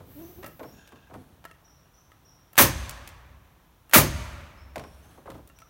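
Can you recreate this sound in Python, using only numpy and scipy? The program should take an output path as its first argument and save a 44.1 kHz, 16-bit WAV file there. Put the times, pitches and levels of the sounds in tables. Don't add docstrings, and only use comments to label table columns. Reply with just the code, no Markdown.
import sys
import numpy as np
from scipy import signal
from scipy.fft import rfft, irfft
from scipy.io import wavfile
from scipy.ndimage import uniform_filter1d

SR = 44100
rng = np.random.default_rng(int(sys.argv[2]) if len(sys.argv) > 2 else 0)


def materialize(psi):
    bounded = np.clip(np.atleast_2d(psi).T, -1, 1)
    quanta = np.round(bounded * 32767).astype(np.int16)
    wavfile.write(sys.argv[1], SR, quanta)


N = 251315
TIME = np.arange(N) / SR
T = TIME[:SR]
HZ = np.maximum(np.arange(SR // 2 + 1), 1.)
SHIFT_ATTACK_S, SHIFT_RELEASE_S = 0.05, 0.29

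# t/s, relative level/dB, exhaust length/s, timber boost/dB, thump boost/dB,
# loss along the beams/dB, time from pressing the safety tip to firing/s
SHOTS = [(2.5790, 0.5, 0.042, -0.5, -2, 5.5, .047), (3.9354, 1, 0.045, 0.5, 4.5, 3.5, .0395)]


def shots():
    # t after firing/s, relative level/dB
    blows = [(0, -4.5), (.0076, -3)]
    # f/Hz, level/dB, t60/s (the time to fade by 60 dB)
    tool_modes = [(2360, -29.5, 0.23), (2790, -30, 0.045), (3240, -35.5, 0.071), (3660, -29.5, 0.083),
                  (6000, -28.5, 0.19), (6380, -30, 0.58), (6780, -28.5, 0.19)]
    # f/Hz, level/dB
    crack_colour = [(150, -21), (700, -10), (1700, 2.5), (2800, -8), (5000, -24.5), (16000, -25)]
    exhaust_colour = [(300, -26), (1200, -6), (2300, -3), (4200, -4.5), (6200, -2), (8000, -3),
                      (10500, 0.5), (13000, 3.5), (16000, 2)]
    timber_colour = [(30, -21.5), (70, -4), (135, -4), (200, -7), (300, -4), (380, -2), (450, -10.5),
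                     (540, 0.5), (800, -2), (1200, -2.5), (2000, -2), (3500, -11.5), (9000, -27)]
    thump_colour = [(30, -24), (70, -9), (135, -3), (280, -11.5), (550, -17), (1000, -33), (3000, -57)]
    out = np.zeros(N)
    for s, db, exhaust_s, timber_db, thump_db, loss_db, _ in SHOTS:
        valve = undb(-28 - 2200 * T[:SR // 40]) * noise(exhaust_colour, SR // 40)
        add(out, s - .025, valve[::-1])
        for after, blow_db in blows:
            crack = strike(crack_colour, t60=.012, ring_db=-29)
            add(out, s + after, peak(crack, db + blow_db - 12.5))
        add(out, s + blows[-1][0], undb(db - 3.5) * ring(tool_modes, detune=0.0012))
        flow = (1 - 0.31 * np.exp(-T / 0.0013)) * undb(-420 * np.maximum(T - exhaust_s, 0))
        sputter = noise([(60, -6.5), (250, 3), (600, -9), (2000, -49)], SR)
        add(out, s, undb(db - 11 + 0.91 * sputter) * flow * noise(exhaust_colour, SR))
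        wood = strike(timber_colour, t60=0.35, ring_db=-1.5)
        add(out, s, peak(wood, db - 20.5, size=900))
        beams = colour(bending(lag_s=.0145, spread=4.5, loss_db=loss_db, count=60), timber_colour)
        add(out, s, peak(beams, db + timber_db - 15, size=1300))
        thump = colour(bending(lag_s=.0105, spread=2, loss_db=10.5, count=8), thump_colour)
        add(out, s, peak(thump, db + thump_db - 21.5, size=900))
    return out


def bending(lag_s, spread, loss_db, count):
    # f/Hz, width/Hz, level/dB
    frame_modes = [(147, 58, -3.5), (257, 75, 5), (560, 68, -8), (1054, 66, 2), (1250, 73, -1),
                   (1475, 54, -4.5), (2300, 63, -4)]
    detour = spread * (np.arange(count) + rng.random(count)) / count
    gains = rng.choice([-1, 1], count) * undb(-loss_db * detour)
    cycles = 2 * lag_s * np.sqrt(1000 * HZ)
    waves = gains @ np.exp(-2j * np.pi * np.outer(1 + detour, cycles).astype(np.float32))
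    return irfft(waves * (1 + resonances(frame_modes, HZ)))


def knocks():
    # t/s, landing/dB, settling/dB, rattle relative to each/dB, travel time at 1 kHz/s
    bumps = [(0.0, -49, -66, -18, .005), (.428, -43, -47.5, -10, .005), (.595, -39, -40.5, -8.5, .010),
             (.922, -50, -55, -3, 0.0046), (1.099, -48, -42, -17.5, .013),
             (4.7587, -35, -43.5, 2.5, 0.0065), (4.839, -46.5, -59, 0.5, .007),
             (5.176, -49.5, -63, -18, .005), (5.258, -40.5, -47, -21, .019), (5.345, -48, -53, -12, 0.0082)]
    # f/Hz, level/dB
    knock_colour = [(30, -14), (70, 3), (170, -1.5), (300, 2), (650, 5), (1200, -5), (2500, -21),
                    (5000, -31.5), (14000, -43.5)]
    settle_s, loss_db_per_s = 0.037, 700
    out = np.zeros(N)
    for s, land_db, settle_db, rattle_db, travel_s in bumps:
        waves = bending(travel_s, spread=0.039 / travel_s, loss_db=loss_db_per_s * travel_s, count=20)
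        beams = colour(waves, knock_colour)
        for at, db in (s, land_db), (s + settle_s, settle_db):
            scuff = colour(rng.standard_normal(SR) * fade(t60=0.096), knock_colour)
            rattle = click(db + rattle_db, tilt_db=-6)
            add(out, at, peak(beams, db, size=500) + peak(scuff, db - 5, size=500) + rattle)
    return out


def handling():
    # t/s, relative level/dB, skid t60/s
    taps = [(0.432, -35, 0.18), (0.463, -38.5, 0.042), (1.452, -32.5, .012), (1.513, -41.5, 0.011),
            (2.118, -47, .012), (5.499, -47.5, .012), (5.619, -42.5, 0.016)]
    # t before firing/s, level/dB, brightness/(dB per octave)
    trigger_clicks = [(.0232, -43.5, -3), (0.01, -41, -4)]
    # t/s, level/dB, brightness/(dB per octave)
    snaps = [(0.4442, -42.5, -4.5), (.4635, -40.5, 7), (0.8757, -52, -0.5), (1.141, -52, -5),
             (1.442, -48.5, -5.5), (2.8945, -33.5, 0), (3.0755, -40, -1), (4.7809, -41.5, -3.5),
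             (5.303, -44.5, -4.5), (5.475, -51.5, 3.5), (5.588, -50.5, -1)]
    out = np.zeros(N)
    for s, db, skid_s in taps:
        add(out, s, tap(db, skid_s) + click(db - 15, tilt_db=-1.5))
    for s, *_, lead_s in SHOTS:
        add(out, s - lead_s, click(-48, tilt_db=7.5) + tap(-48.5, skid_s=0.026))
        for before, db, tilt_db in trigger_clicks:
            add(out, s - before, click(db, tilt_db))
    for s, db, tilt_db in snaps:
        add(out, s, click(db, tilt_db))
        add(out, s + 0.015, click(db - 7.5, tilt_db))
    for s in rng.uniform(1.6, 2.4, size=4):
        add(out, s, tap(-57.5, skid_s=.014))
    return out


def tap(db, skid_s):
    # f/Hz, level/dB, t60/s
    clack_modes = [(680, -9.5, 0.068), (1094, -5.5, 0.022), (1317, 1, 0.064), (1677, -2, .035),
                   (1840, -5, 0.033), (2110, -12, 0.021), (2720, -8.5, 0.049)]
    contact = rng.standard_normal(SR) * fade(skid_s)
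    return peak(signal.fftconvolve(contact, ring(clack_modes, detune=0.019))[:SR], db - 6)


def click(db, tilt_db):
    # f/Hz, level/dB
    metal_colour = [(200, -20.5), (900, -2.5), (2400, 0.5), (4500, -3.5), (6500, -4.5), (9000, -3),
                    (15000, -4)]
    outline = [(hz, level + tilt_db * np.log2(hz)) for hz, level in metal_colour]
    return peak(strike(outline, t60=0.035, ring_db=-17.5), db)


def hose_groan():
    # t/s, length/s, level/dB
    tugs = [(.145, .14, -41), (0.276, 0.063, -45.5), (0.359, 0.079, -45)]
    start_hz, rise_hz_per_s = 292, 350
    pitch = start_hz + rise_hz_per_s * (TIME - tugs[0][0])
    wobble = noise([(40, 3), (120, -12.5), (600, -55)], N)
    phase = 2 * np.pi * np.cumsum(pitch * (1 + 0.052 * wobble)) / SR
    pull = sum(undb(db) * swell(s, length, attack=0.031, release=0.037) for s, length, db in tugs)
    return (np.sin(phase) + undb(-12.5) * np.sin(2 * phase) + undb(-22) * np.sin(3 * phase)) * pull


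def hose_leak():
    # f/Hz, level/dB
    hiss_colour = [(2000, -15.5), (9000, -22), (11000, -18), (12200, -3.5), (14000, -9), (16000, -4)]
    start_s, sag_db_per_s = .03, 19.5
    opening = swell(start_s, length=0.79, attack=0.17, release=.09)
    return noise(hiss_colour, N) * opening * undb(-45.5 - sag_db_per_s * (TIME - start_s))


def rustle():
    # t/s, length/s, cloth level/dB, scrape level/dB
    shifts = [(-.05, 0.67, -52, -66.5), (0.598, 0.34, -51, -63), (1.097, 0.37, -51.5, -65.5),
              (4.726, 0.7, -59, -62.5), (5.258, 0.31, -49.5, -70)]
    # f/Hz, level/dB
    scrape_colour = [(300, -10), (850, 3), (1300, 1), (1500, 2), (1720, 0), (2000, -6.5), (2750, -5),
                     (3300, -5), (4300, -9), (5200, -19), (10000, -8), (16000, -18.5)]
    brushing = scraping = 0
    for s, length, cloth_db, scrape_db in shifts:
        motion = swell(s, length, SHIFT_ATTACK_S, SHIFT_RELEASE_S)
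        brushing += undb(cloth_db) * motion
        scraping += undb(scrape_db) * motion
    flutter = noise([(8, 11), (30, 4), (200, -60.5)], N)
    grit = noise([(20, 7), (150, -10), (1000, -28)], N)
    cloth = noise([(30, 2), (70, 12.5), (300, 3.5), (600, -5), (1600, -26.5), (3300, -26),
                   (8000, -31), (16000, -25)], N)
    return cloth * brushing * undb(2 * flutter) + noise(scrape_colour, N) * scraping * undb(2 * grit)


def slide():
    # f/Hz, width/Hz, level/dB
    slide_modes = [(1616, 68, 4), (2670, 220, -5), (3180, 59, -6), (3520, 71, -4)]
    start_s, length_s, db = 0.728, 0.47, -61
    hz = np.arange(N // 2 + 1) * SR / N
    grit = rng.standard_normal(N) * undb(3 * noise([(20, 0), (150, -5), (1000, -37)], N))
    singing = irfft(rfft(grit) * resonances(slide_modes, hz), N)
    motion = swell(start_s, length_s, SHIFT_ATTACK_S, SHIFT_RELEASE_S)
    return undb(db) * singing / singing.std() * motion


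def bird():
    # t/s, top pitch/Hz, level/dB
    calls = [(.218, 6140, -58), (0.643, 5690, -55), (0.717, 7020, -58.5), (1.643, 5860, -55),
             (1.933, 6140, -57), (2.248, 5810, -54), (4.568, 5370, -59.5), (4.799, 5580, -58),
             (5.02, 6420, -62), (5.556, 5930, -58)]
    base_hz, step_s, step_db = 5000, .029, -3
    out = np.zeros(N)
    arch = 1 - np.linspace(-1, 1, SR // 32) ** 2
    for s, top_hz, db in calls:
        for k in range(3):
            detune, late, force = rng.standard_normal(3)
            hz = (base_hz + (top_hz - base_hz) * arch) * (1 + 0.014 * detune)
            whistle = arch * np.sin(2 * np.pi * np.cumsum(hz) / SR)
            add(out, s + step_s * k + 0.0016 * late, undb(db + step_db * k + 1.3 * force) * whistle)
    return out


def outdoor_echoes(work):
    # f/Hz, level/dB
    near_colour = [(50, 8), (130, -2), (300, 0.5), (1500, 0.5), (6000, 2), (11000, -2.5), (16000, -7)]
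    trees_colour = [(50, 10), (130, -5), (300, -10.5), (700, -3.5), (1500, -5.5), (4000, 0.5), (8000, -1.5),
                    (15000, -17)]
    # f/Hz, t60/s
    near_t60 = [(60, 1.2), (140, 0.7), (300, 0.31), (1500, 0.28), (6000, 0.34), (15000, 0.2)]
    trees_t60 = [(60, 2.7), (250, 1.8), (1500, 1.8), (4000, 1.123), (8000, 0.9), (15000, 0.96)]
    near = echoes(work, near_colour, near_t60, build_s=0.017)
    trees = echoes(work, trees_colour, trees_t60, build_s=0.14)
    wander_s = .0003 * noise([(25, 0), (50, -12), (120, -70)], N)
    return np.interp(TIME + wander_s, TIME, undb(-12.5) * near + undb(-21.5) * trees)


def through_leaves(song):
    # f/Hz, t60/s
    leaves_t60 = [(4000, 1), (8000, .7)]
    return .65 * song + .75 * echoes(song, [(4000, 0), (8000, 0)], leaves_t60, build_s=.008)


def open_air():
    # f/Hz, level/dB
    air_colour = [(15, -30.5), (25, -2), (64, 0.5), (129, -2.5), (164, -2.5), (209, -11.5), (297, -10.5),
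                  (433, -16), (997, -14), (2170, -24), (3630, -25.5), (4870, -32.5), (5730, -27.5),
                  (7700, -34.5), (15500, -27.5)]
    return undb(-59) * noise(air_colour, N)


def echoes(x, points, t60s, build_s, length_s=2):
    t = TIME[:length_s * SR]
    spectrum = rfft(rng.standard_normal(len(t)))
    octave = np.log2(np.maximum(np.arange(len(spectrum)) / length_s, 1))
    tail = 0
    for k in np.arange(5, 15):
        band = irfft(spectrum * np.maximum(1 - abs(octave - k), 0))
        tail += band * np.exp(-np.log(1000) * t / on_hz(t60s, 2. ** k))
    tail *= 1 - np.exp(-(t / build_s) ** 2)
    return signal.fftconvolve(x, colour(tail, points) / np.sqrt(np.sum(tail ** 2)))[:N]


def strike(points, t60, ring_db):
    x = undb(ring_db) * rng.standard_normal(SR) * fade(t60)
    x[0] += 1
    return colour(x, points)


def ring(modes, detune):
    shifts = 1 + detune * rng.standard_normal(len(modes))
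    return sum(undb(db) * fade(t60) * np.sin(2 * np.pi * hz * shift * T)
               for (hz, db, t60), shift in zip(modes, shifts))


def resonances(modes, hz):
    return sum(undb(db) / (1 + 2j * (hz - centre) / width) for centre, width, db in modes)


def colour(x, points):
    cepstrum = irfft(np.log(undb(on_hz(points, HZ))))
    cepstrum[1:] *= 2 * (np.arange(1, len(cepstrum)) < SR // 2)
    return signal.fftconvolve(x, irfft(np.exp(rfft(cepstrum))))[:len(x)]


def noise(points, size):
    x = colour(rng.standard_normal(size + SR), points)[SR:]
    return x / x.std()


def on_hz(points, hz):
    f, value = np.transpose(points)
    return np.interp(np.log(hz), np.log(f), value)


def peak(x, db, size=220):
    return x * undb(db) / np.sqrt(uniform_filter1d(x ** 2, size, mode="constant").max())


def swell(start, length, attack, release):
    return np.clip(np.minimum((TIME - start) / attack, (start + length - TIME) / release), 0, 1)


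def fade(t60):
    return undb(-60 * T / t60)


def undb(db):
    return 10 ** (np.asarray(db) / 20)


def add(out, s, x):
    i = max(int(s * SR), 0)
    out[i:i + len(x)] += x[:N - i]


def scene():
    work = shots() + knocks() + handling()
    song = bird()
    background = outdoor_echoes(work) + through_leaves(song) + open_air()
    return (work + background + hose_groan() + hose_leak() + rustle() + slide())[None]


def record(dry):
    bottom_hz, top_hz, ceiling = 42, 15900, 1.4
    thinned = signal.sosfilt(signal.butter(3, bottom_hz, "highpass", fs=SR, output="sos"), dry)
    rounded = ceiling * np.tanh(thinned / ceiling)
    return signal.sosfilt(signal.ellip(10, .2, 85, top_hz, fs=SR, output="sos"), rounded)


dry = scene()
out = record(dry)
materialize(out)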